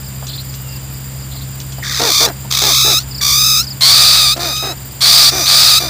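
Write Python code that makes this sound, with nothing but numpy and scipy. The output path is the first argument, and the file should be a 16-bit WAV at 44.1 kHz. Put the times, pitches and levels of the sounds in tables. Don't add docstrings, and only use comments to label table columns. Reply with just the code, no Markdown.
import sys
import numpy as np
from scipy import signal
from scipy.fft import rfft, irfft, next_fast_len
from scipy.io import wavfile
from scipy.ndimage import uniform_filter1d

SR = 44100
rng = np.random.default_rng(int(sys.argv[2]) if len(sys.argv) > 2 else 0)


def output_pcm(signal):
    pcm = np.clip(np.atleast_2d(signal).T, -1, 1) * 32767
    wavfile.write(sys.argv[1], SR, np.round(pcm).astype(np.int16))


N = 259786
TIME = np.arange(N) / SR


def trilling_rat():
    # (start [s], end [s], relative level [dB], swell [dB], low pitch [Hz], high pitch [Hz],
    # climb time [s], tremble [share of pitch], first roughness [0-1], last roughness [0-1],
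    # clearing time [s], mouth resonance [Hz], treble [dB])
    calls = [(1.83, 2.272, -15.5, 16.5, 1167, 1240, 2.47, .18, 0.67, 0.33, 2.09, 4260, -4),
             (2.503, 3.002, -11.5, 4, 1192, 1268, 2.8, 0.18, 0.71, 0.21, 2.68, 3900, 0.5),
             (3.209, 3.626, -11, 2, 1160, 1274, 3.38, .125, 0.51, 0.23, 3.27, 5130, 3)]
    # (frequency [Hz], gain [dB])
    throat = [(500, -13), (900, -13.5), (1250, -10), (1700, -9), (2350, -10.5), (2950, -13), (3650, -1.5),
              (5000, -1), (6200, -2), (7300, -9), (9300, -14), (10000, -12.5), (10800, -19.5),
              (15300, -8.5)]
    gesture = articulation(calls, attack_s=.0056, release_s=.021, rasp_db=-13.5,
                           dip=.035, sag=.012, flick=.18, mouth_shut=.3, mouth_sag=.014)
    return from_db(1.55) * rat_voice(calls, gesture, throat, tremble_hz=62.27, jitter=.022, hiss=.9,
                                     flutter_db=5.5, sputter_db=2, mouth_db=-4.5, mouth_width_hz=720)


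def screaming_rat():
    calls = [(3.806, 4.35, -8, -5.5, 1070, 1237, 3.91, 0.1058, .74, .24, 4.22, 4690, 0.065),
             (5.005, 5.31, -6.5, 2, 1089, 1218, 5.07, .13, 1, .92, 5.5, 4830, 1.5),
             (5.454, 5.8, -7.5, 1, 1216, 1251, 5.6, 0.1197, 0.98, 0.26, 5.725, 4785, 1.17)]
    # (frequency [Hz], gain [dB])
    throat = [(400, -18.5), (700, -3.5), (1000, -11), (1270, -5), (1700, -5), (2400, -7.5), (3050, -5.5),
              (3900, 1.5), (4700, -1.5), (5600, -3.5), (7200, -6.5), (9800, -6.5), (11000, -18),
              (14500, -7)]
    gesture = articulation(calls, attack_s=.01, release_s=.019, rasp_db=-24,
                           dip=.01, sag=.035, flick=.12, mouth_shut=.16, mouth_sag=.069)
    return from_db(1.95) * rat_voice(calls, gesture, throat, tremble_hz=71.7, jitter=.057, hiss=1,
                                     flutter_db=1.5, sputter_db=6, mouth_db=11, mouth_width_hz=480)


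def whining_rat():
    calls = [(4.39, 4.735, -13.5, -4.5, 1215, 1278, 4.56, 0.0654, 0.72, 0.18, 4.49, 4400, -2),
             (5.295, 5.475, -10, 6.5, 1190, 1215, 5.42, 0.074, 0.598, 0.28, 5.42, 5600, -0.063),
             (5.79, 5.95, -16, -15, 1165, 1237, 5.85, 0.043, 0.53, .48, 7.3, 4390, -0.2)]
    # (frequency [Hz], gain [dB])
    throat = [(600, -67), (1250, -5), (1800, -9), (2450, -7.5), (3050, -16), (3800, -1.5), (5000, -3.5),
              (6100, -4.5), (7300, -11), (10000, -13.5), (12000, -16), (14000, -8), (15500, -12)]
    gesture = articulation(calls, attack_s=.01, release_s=.015, rasp_db=-23,
                           dip=.00495, sag=.006, flick=.08, mouth_shut=.01, mouth_sag=.01)
    return from_db(-5) * rat_voice(calls, gesture, throat, tremble_hz=48.64, jitter=.032, hiss=1.5,
                                   flutter_db=3.5, sputter_db=2, mouth_db=4, mouth_width_hz=1500)


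def articulation(calls, attack_s, release_s, rasp_db, dip, sag, flick, mouth_shut, mouth_sag):
    rasp_s, climb_s, bend_s, flick_s, clear_s, opening_s = .034, .09, .04, .014, .053, .043
    pitch, mouth_hz = np.full(N, 1200.), np.full(N, 4500.)
    level, tremble, rough, treble_db = np.zeros((4, N))
    for (start, end, db, swell_db, low_hz, high_hz, climbs, shake,
         first_rough, last_rough, clears, open_hz, bright_db) in calls:
        on = (TIME > start) & (TIME < end + rasp_s)
        t = TIME[on]
        since, left = t - start, np.maximum(end - t, 0)
        progress = np.minimum(since / (end - start), 1)
        effort_db = swell_db * (progress - .5) - 3 * (2 * progress - 1) ** 2
        voiced = np.sin(np.pi / 2 * np.minimum(left / release_s, 1)) ** 2
        rasp = from_db(rasp_db) * (1 - voiced) * np.minimum(1 - (t - end) / rasp_s, 1)
        level[on] = (1 - np.exp(-since / attack_s)) * (voiced + rasp) * from_db(db + effort_db)
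        dipping = np.exp(-((t - climbs + .07) / bend_s) ** 2)
        high = (1 + np.tanh((t - climbs) / climb_s)) / 2
        sagging = np.exp(-((left - .055) / bend_s) ** 2)
        ending = np.exp(-left / flick_s)
        bend = 1 - dip * dipping - sag * sagging + flick * ending
        pitch[on] = (low_hz + (high_hz - low_hz) * high) * bend
        tremble[on] = shake * (1 - .3046 * high) * (1 - ending)
        clear = (1 + np.tanh((t - clears) / clear_s)) / 2
        rough[on] = np.where(t < end, first_rough + (last_rough - first_rough) * clear, 1)
        mouth_hz[on] = open_hz * (1 - mouth_shut * np.exp(-since / opening_s) - mouth_sag * progress)
        treble_db[on] = bright_db + .65 * effort_db
    pitch *= 1 + .003 * drift(14)
    rough = np.clip(rough * (1 + .1 * drift(12.6)), 0, 1)
    return level, pitch, tremble, rough, mouth_hz, treble_db


def rat_voice(calls, gesture, throat, tremble_hz, jitter, hiss,
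              flutter_db, sputter_db, mouth_db, mouth_width_hz):
    level, pitch, tremble, rough, mouth_hz, treble_db = gesture
    arch = np.abs(np.sin(phase_of(tremble_hz * (1 + .11 * drift(25))) / 2)) - 2 / np.pi
    wobble = tremble * (arch * from_db(2.2 * drift(35)) + .09 * drift(30))
    phase = phase_of(pitch * (1 + wobble + jitter * rough * drift(447)))
    breath = rng.standard_normal(N) * (1 + .76 * np.cos(phase))
    source = coloured(pulses(phase, count=13) * from_db(1.8 * arch) + hiss * rough * breath, throat)
    mouth = resonance(source, mouth_hz * (1 + .04 * rough * drift(130)), mouth_width_hz)
    voice = treble_shelf(source + from_db(mouth_db) * mouth, treble_db, corner_hz=9000)
    onsets = sum(decay(start, fade_s=.016) for start, *_ in calls)
    flutter = rough * drift(124)
    sputter = onsets * np.sin(phase_of(160 * (1 + .101 * drift(51))))
    return level * evened(voice * from_db(flutter_db * flutter + sputter_db * sputter))


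def whimpers():
    # (start [s], notes [count], relative level [dB])
    runs = [(1.826, 8, -29.5), (3.206, 1, -35)]
    notes = notes_of(runs, gap_s=.021, uneven=.241, first_db=3)
    return from_db(6) * glides(notes, start_hz=2070, end_hz=1220, length_s=.026, waver=.083)


def claws():
    # (time [s], relative level [dB])
    scrapes = [(0.2673, -22), (0.5407, -27.5), (1.0465, -43), (1.6008, -25), (1.72, -26), (2.4544, -43),
               (4.3674, -21.5), (4.5644, -16)]
    # (frequency [Hz], gain [dB])
    wire = [(1500, -17), (3300, 2.5), (4100, 3), (5000, 0), (6000, 4.5), (6900, 0), (8000, -6),
            (14000, -28)]
    return from_db(-4) * touches(scrapes, wire, fade_s=.013)


def knocks():
    # (time [s], relative level [dB])
    impacts = [(0.224, -30), (1.344, -37), (1.784, -32), (2.449, -35.5)]
    # (frequency [Hz], gain [dB])
    box = [(300, -16), (600, 7), (900, 9), (1400, -3), (3000, -19), (8000, -33)]
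    return from_db(4) * touches(impacts, box, fade_s=.01)


def dog():
    # (start [s], length [s], highest pitch [Hz], relative level [dB])
    barks = [(1.994, 0.13, 471, -22.5), (2.2, 0.12, 466, -23.5), (2.617, 0.12, 419.2, -26.5),
             (2.846, 0.11, 434.6, -26.5), (4.361, 0.18, 358.3, -29.5), (4.624, .118, 403, -28.5),
             (5.319, 0.13, 384, -27), (5.801, 0.11, 365.4, -30.5)]
    # (frequency [Hz], gain [dB])
    throat = [(150, -29), (280, 3), (450, 1), (750, 2.5), (1000, -6), (1300, -5), (1800, -7), (2500, -15.5),
              (4000, -20)]
    top_at, fade_from = .33, .54
    attack_s, first_rough, last_rough = .0015, .83, .45
    pitch, level, rough = np.full(N, 300.), np.zeros(N), np.zeros(N)
    for start, length, top_hz, db in barks:
        on = (TIME > start) & (TIME < start + length)
        progress = (TIME[on] - start) / length
        pitch[on] = top_hz * (1 - .98 * (progress - top_at) ** 2)
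        attack = 1 - np.exp(-progress * length / attack_s)
        fade = np.sqrt(np.minimum((1 - progress) / (1 - fade_from), 1))
        level[on] = from_db(db + 4.5) * attack * fade
        rough[on] = first_rough + (last_rough - first_rough) * progress
    phase = phase_of(pitch * (1 + .035 * rough * drift(150)))
    breath = rng.standard_normal(N) * (1 + np.cos(phase))
    voice = coloured(pulses(phase, count=9) + 2.4 * rough * breath, throat)
    return level * evened(voice * from_db(4 * rough * drift(90)))


def birds():
    # (start [s], notes [count], relative level [dB])
    falling_runs = [(0.028, 2, -32.5), (0.455, 3, -34), (0.684, 3, -33), (0.916, 2, -37), (1.184, 2, -34),
                    (3.109, 3, -21.5), (3.631, 3, -20.5)]
    rising_runs = [(0.282, 3, -20), (1.313, 3, -27.5)]
    # (start [s], end [s], first pitch [Hz], final level [dB])
    whistles = [(0.535, 0.793, 2960, -39), (1.72, 1.834, 3100, -43)]
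    sag_hz_per_s, swell_db_per_s, edge_s = 1100, 34, .009
    falling = notes_of(falling_runs, gap_s=.036, uneven=.044, first_db=-3)
    out = glides(falling, start_hz=5180, end_hz=4170, length_s=.034, waver=.0254)
    rising = notes_of(rising_runs, gap_s=.047, uneven=.038, first_db=0)
    out += from_db(-5) * glides(rising, start_hz=3750, end_hz=4970, length_s=.056, waver=.1)
    for start, end, first_hz, db in whistles:
        t = np.clip(TIME, start, end)
        pitch = (first_hz - sag_hz_per_s * (t - start)) * (1 + .0137 * drift(210))
        gate = np.clip(np.minimum(TIME - start, end - TIME) / edge_s, 0, 1)
        out += from_db(db - swell_db_per_s * (end - t)) * gate * np.sin(phase_of(pitch))
    return out


def insects(throb_hz):
    # (centre [Hz], bandwidth [Hz], level [dB], relative throb depth [dB])
    choirs = [(4820, 310, -43.5, 4), (7230, 380, -38.5, 1), (8300, 1300, -44, 2), (13100, 2000, -44, 5),
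              (14740, 650, -38, 4.5)]
    beat = np.sin(phase_of(throb_hz * (1 + .45 * drift(12))))
    out = np.zeros(N)
    for hz, width, db, throb_db in choirs:
        band = signal.butter(2, [hz - width / 2, hz + width / 2], "band", fs=SR, output="sos")
        buzz = signal.sosfilt(band, rng.standard_normal(N))
        throb = from_db(throb_db * (.6 * beat + .55 * drift(60)))
        out += from_db(db) * rms_one(buzz * throb)
    return out


def engine(cycle_hz):
    # (order [multiple of the cycle rate], relative level [dB])
    orders = [(4, -31.5), (5, -48), (6, -44.5), (7, -39.5), (8, -25), (9, -55), (10, -68), (12, -41),
              (16, -50)]
    # (time [s], relative level [dB])
    envelope = [(0.1, -27.5), (1.94, -27), (2.12, -35), (2.21, -28), (3.5, -27.5), (3.85, -29.5),
                (5.12, -30.5), (5.8, -29)]
    phase = phase_of(cycle_hz * (1 + .0026 * drift(1.4)))
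    hum = sum(from_db(db + drift(3.9)) * np.sin(round(order) * phase + rng.uniform(0, 2 * np.pi))
              for order, db in orders)
    level_db = np.interp(TIME, *np.transpose(envelope))
    return from_db(level_db + .5) * rms_one(hum)


def open_air():
    # (frequency [Hz], relative spectral density [dB])
    spectrum = [(25, -23), (60, 9), (150, 3), (250, -0.5), (400, -7.5), (1000, -10), (2000, -12),
                (3200, -13), (4300, -15.5), (5800, -20), (9000, -18.5), (11000, -19.5), (15000, -29)]
    return from_db(-34) * coloured(rng.standard_normal(N), spectrum)


def reflections(x):
    # (delay [s], gain [dB])
    echoes = [(.00168, -31), (.0043, -19.5), (.0047, -23), (.0058, -17)]
    t60_s, tail_db = .09, -18
    t = TIME[:SR // 4]
    tail = rng.standard_normal(len(t)) * from_db(-60 * t / t60_s) * (t > .002)
    response = from_db(tail_db) * tail / np.sqrt(np.sum(tail ** 2))
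    response[0] = 1
    for delay, db in echoes:
        response[round(delay * SR)] += from_db(db)
    return signal.fftconvolve(x, response)[:N]


def touches(events, body, fade_s, grains_per_s=5000):
    force = sum(from_db(db) * decay(start, fade_s) for start, db in events)
    grit = rng.standard_normal(N) * (rng.random(N) < grains_per_s / SR)
    return force * coloured(grit, body)


def notes_of(runs, gap_s, uneven, first_db):
    return [(start + gap_s * (k + uneven * rng.uniform(-1.04, 1)), db) if k else (start, db + first_db)
            for start, count, db in runs for k in range(round(count))]


def glides(notes, start_hz, end_hz, length_s, waver):
    pitch, level = np.full(N, float(start_hz)), np.zeros(N)
    for start, db in notes:
        progress = (TIME - start) / length_s
        on = (progress > 0) & (progress < 1)
        pitch[on] = start_hz + (end_hz - start_hz) * progress[on]
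        level[on] = from_db(db) * np.sin(np.pi * progress[on] ** .42)
    return level * np.sin(phase_of(pitch * (1 + waver * drift(262))))


def pulses(phase, count):
    return sum(np.cos(k * phase + np.pi * k * k / count) for k in range(1, count + 1)) * np.sqrt(2 / count)


def resonance(x, hz, width_hz):
    carrier = np.exp(1j * phase_of(hz))
    pole = np.exp(-np.pi * width_hz / SR)
    return 2 * np.real(carrier * signal.lfilter([1 - pole], [1, -pole], x / carrier))


def treble_shelf(x, gain_db, corner_hz):
    treble = signal.sosfilt(signal.butter(1, corner_hz, "high", fs=SR, output="sos"), x)
    return x + (from_db(gain_db) - 1) * treble


def coloured(x, spectrum):
    hz, db = np.transpose(spectrum)
    size = next_fast_len(N + SR // 10)
    bin_hz = np.maximum(np.arange(size // 2 + 1) * SR / size, 1)
    bass_rolloff = np.minimum(bin_hz / hz[0], 1) ** 2
    gain = from_db(np.interp(np.log(bin_hz), np.log(hz), db))
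    return rms_one(irfft(rfft(x, size) * bass_rolloff * gain, size)[:N])


def drift(hz):
    pole = np.exp(-2 * np.pi * hz / SR)
    return rms_one(signal.lfilter([1], [1, -2 * pole, pole * pole], rng.standard_normal(N + SR))[SR:])


def decay(start, fade_s):
    return (TIME >= start) * np.exp(-np.abs(TIME - start) / fade_s)


def phase_of(hz):
    return 2 * np.pi * np.cumsum(hz) / SR


def evened(x):
    return x / np.sqrt(np.maximum(uniform_filter1d(x * x, SR // 50), 1e-9))


def rms_one(x):
    return x / np.sqrt(np.mean(x ** 2) + 1e-20)


def from_db(db):
    return 10 ** (np.asarray(db) / 20)


def scene():
    rats = trilling_rat() + screaming_rat() + whining_rat() + whimpers()
    animals = reflections(rats + claws() + knocks() + dog() + birds())
    mono = animals + insects(throb_hz=19.8) + engine(cycle_hz=16.52) + open_air()
    return np.stack([mono, mono])


def record(dry):
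    ceiling, cutoff_hz = .98, 15500
    saturated = dry / (1 + (dry / ceiling) ** 6) ** (1 / 6)
    return signal.sosfilt(signal.ellip(12, .2, 80, cutoff_hz, fs=SR, output="sos"), saturated)


dry = scene()
out = record(dry)
output_pcm(out)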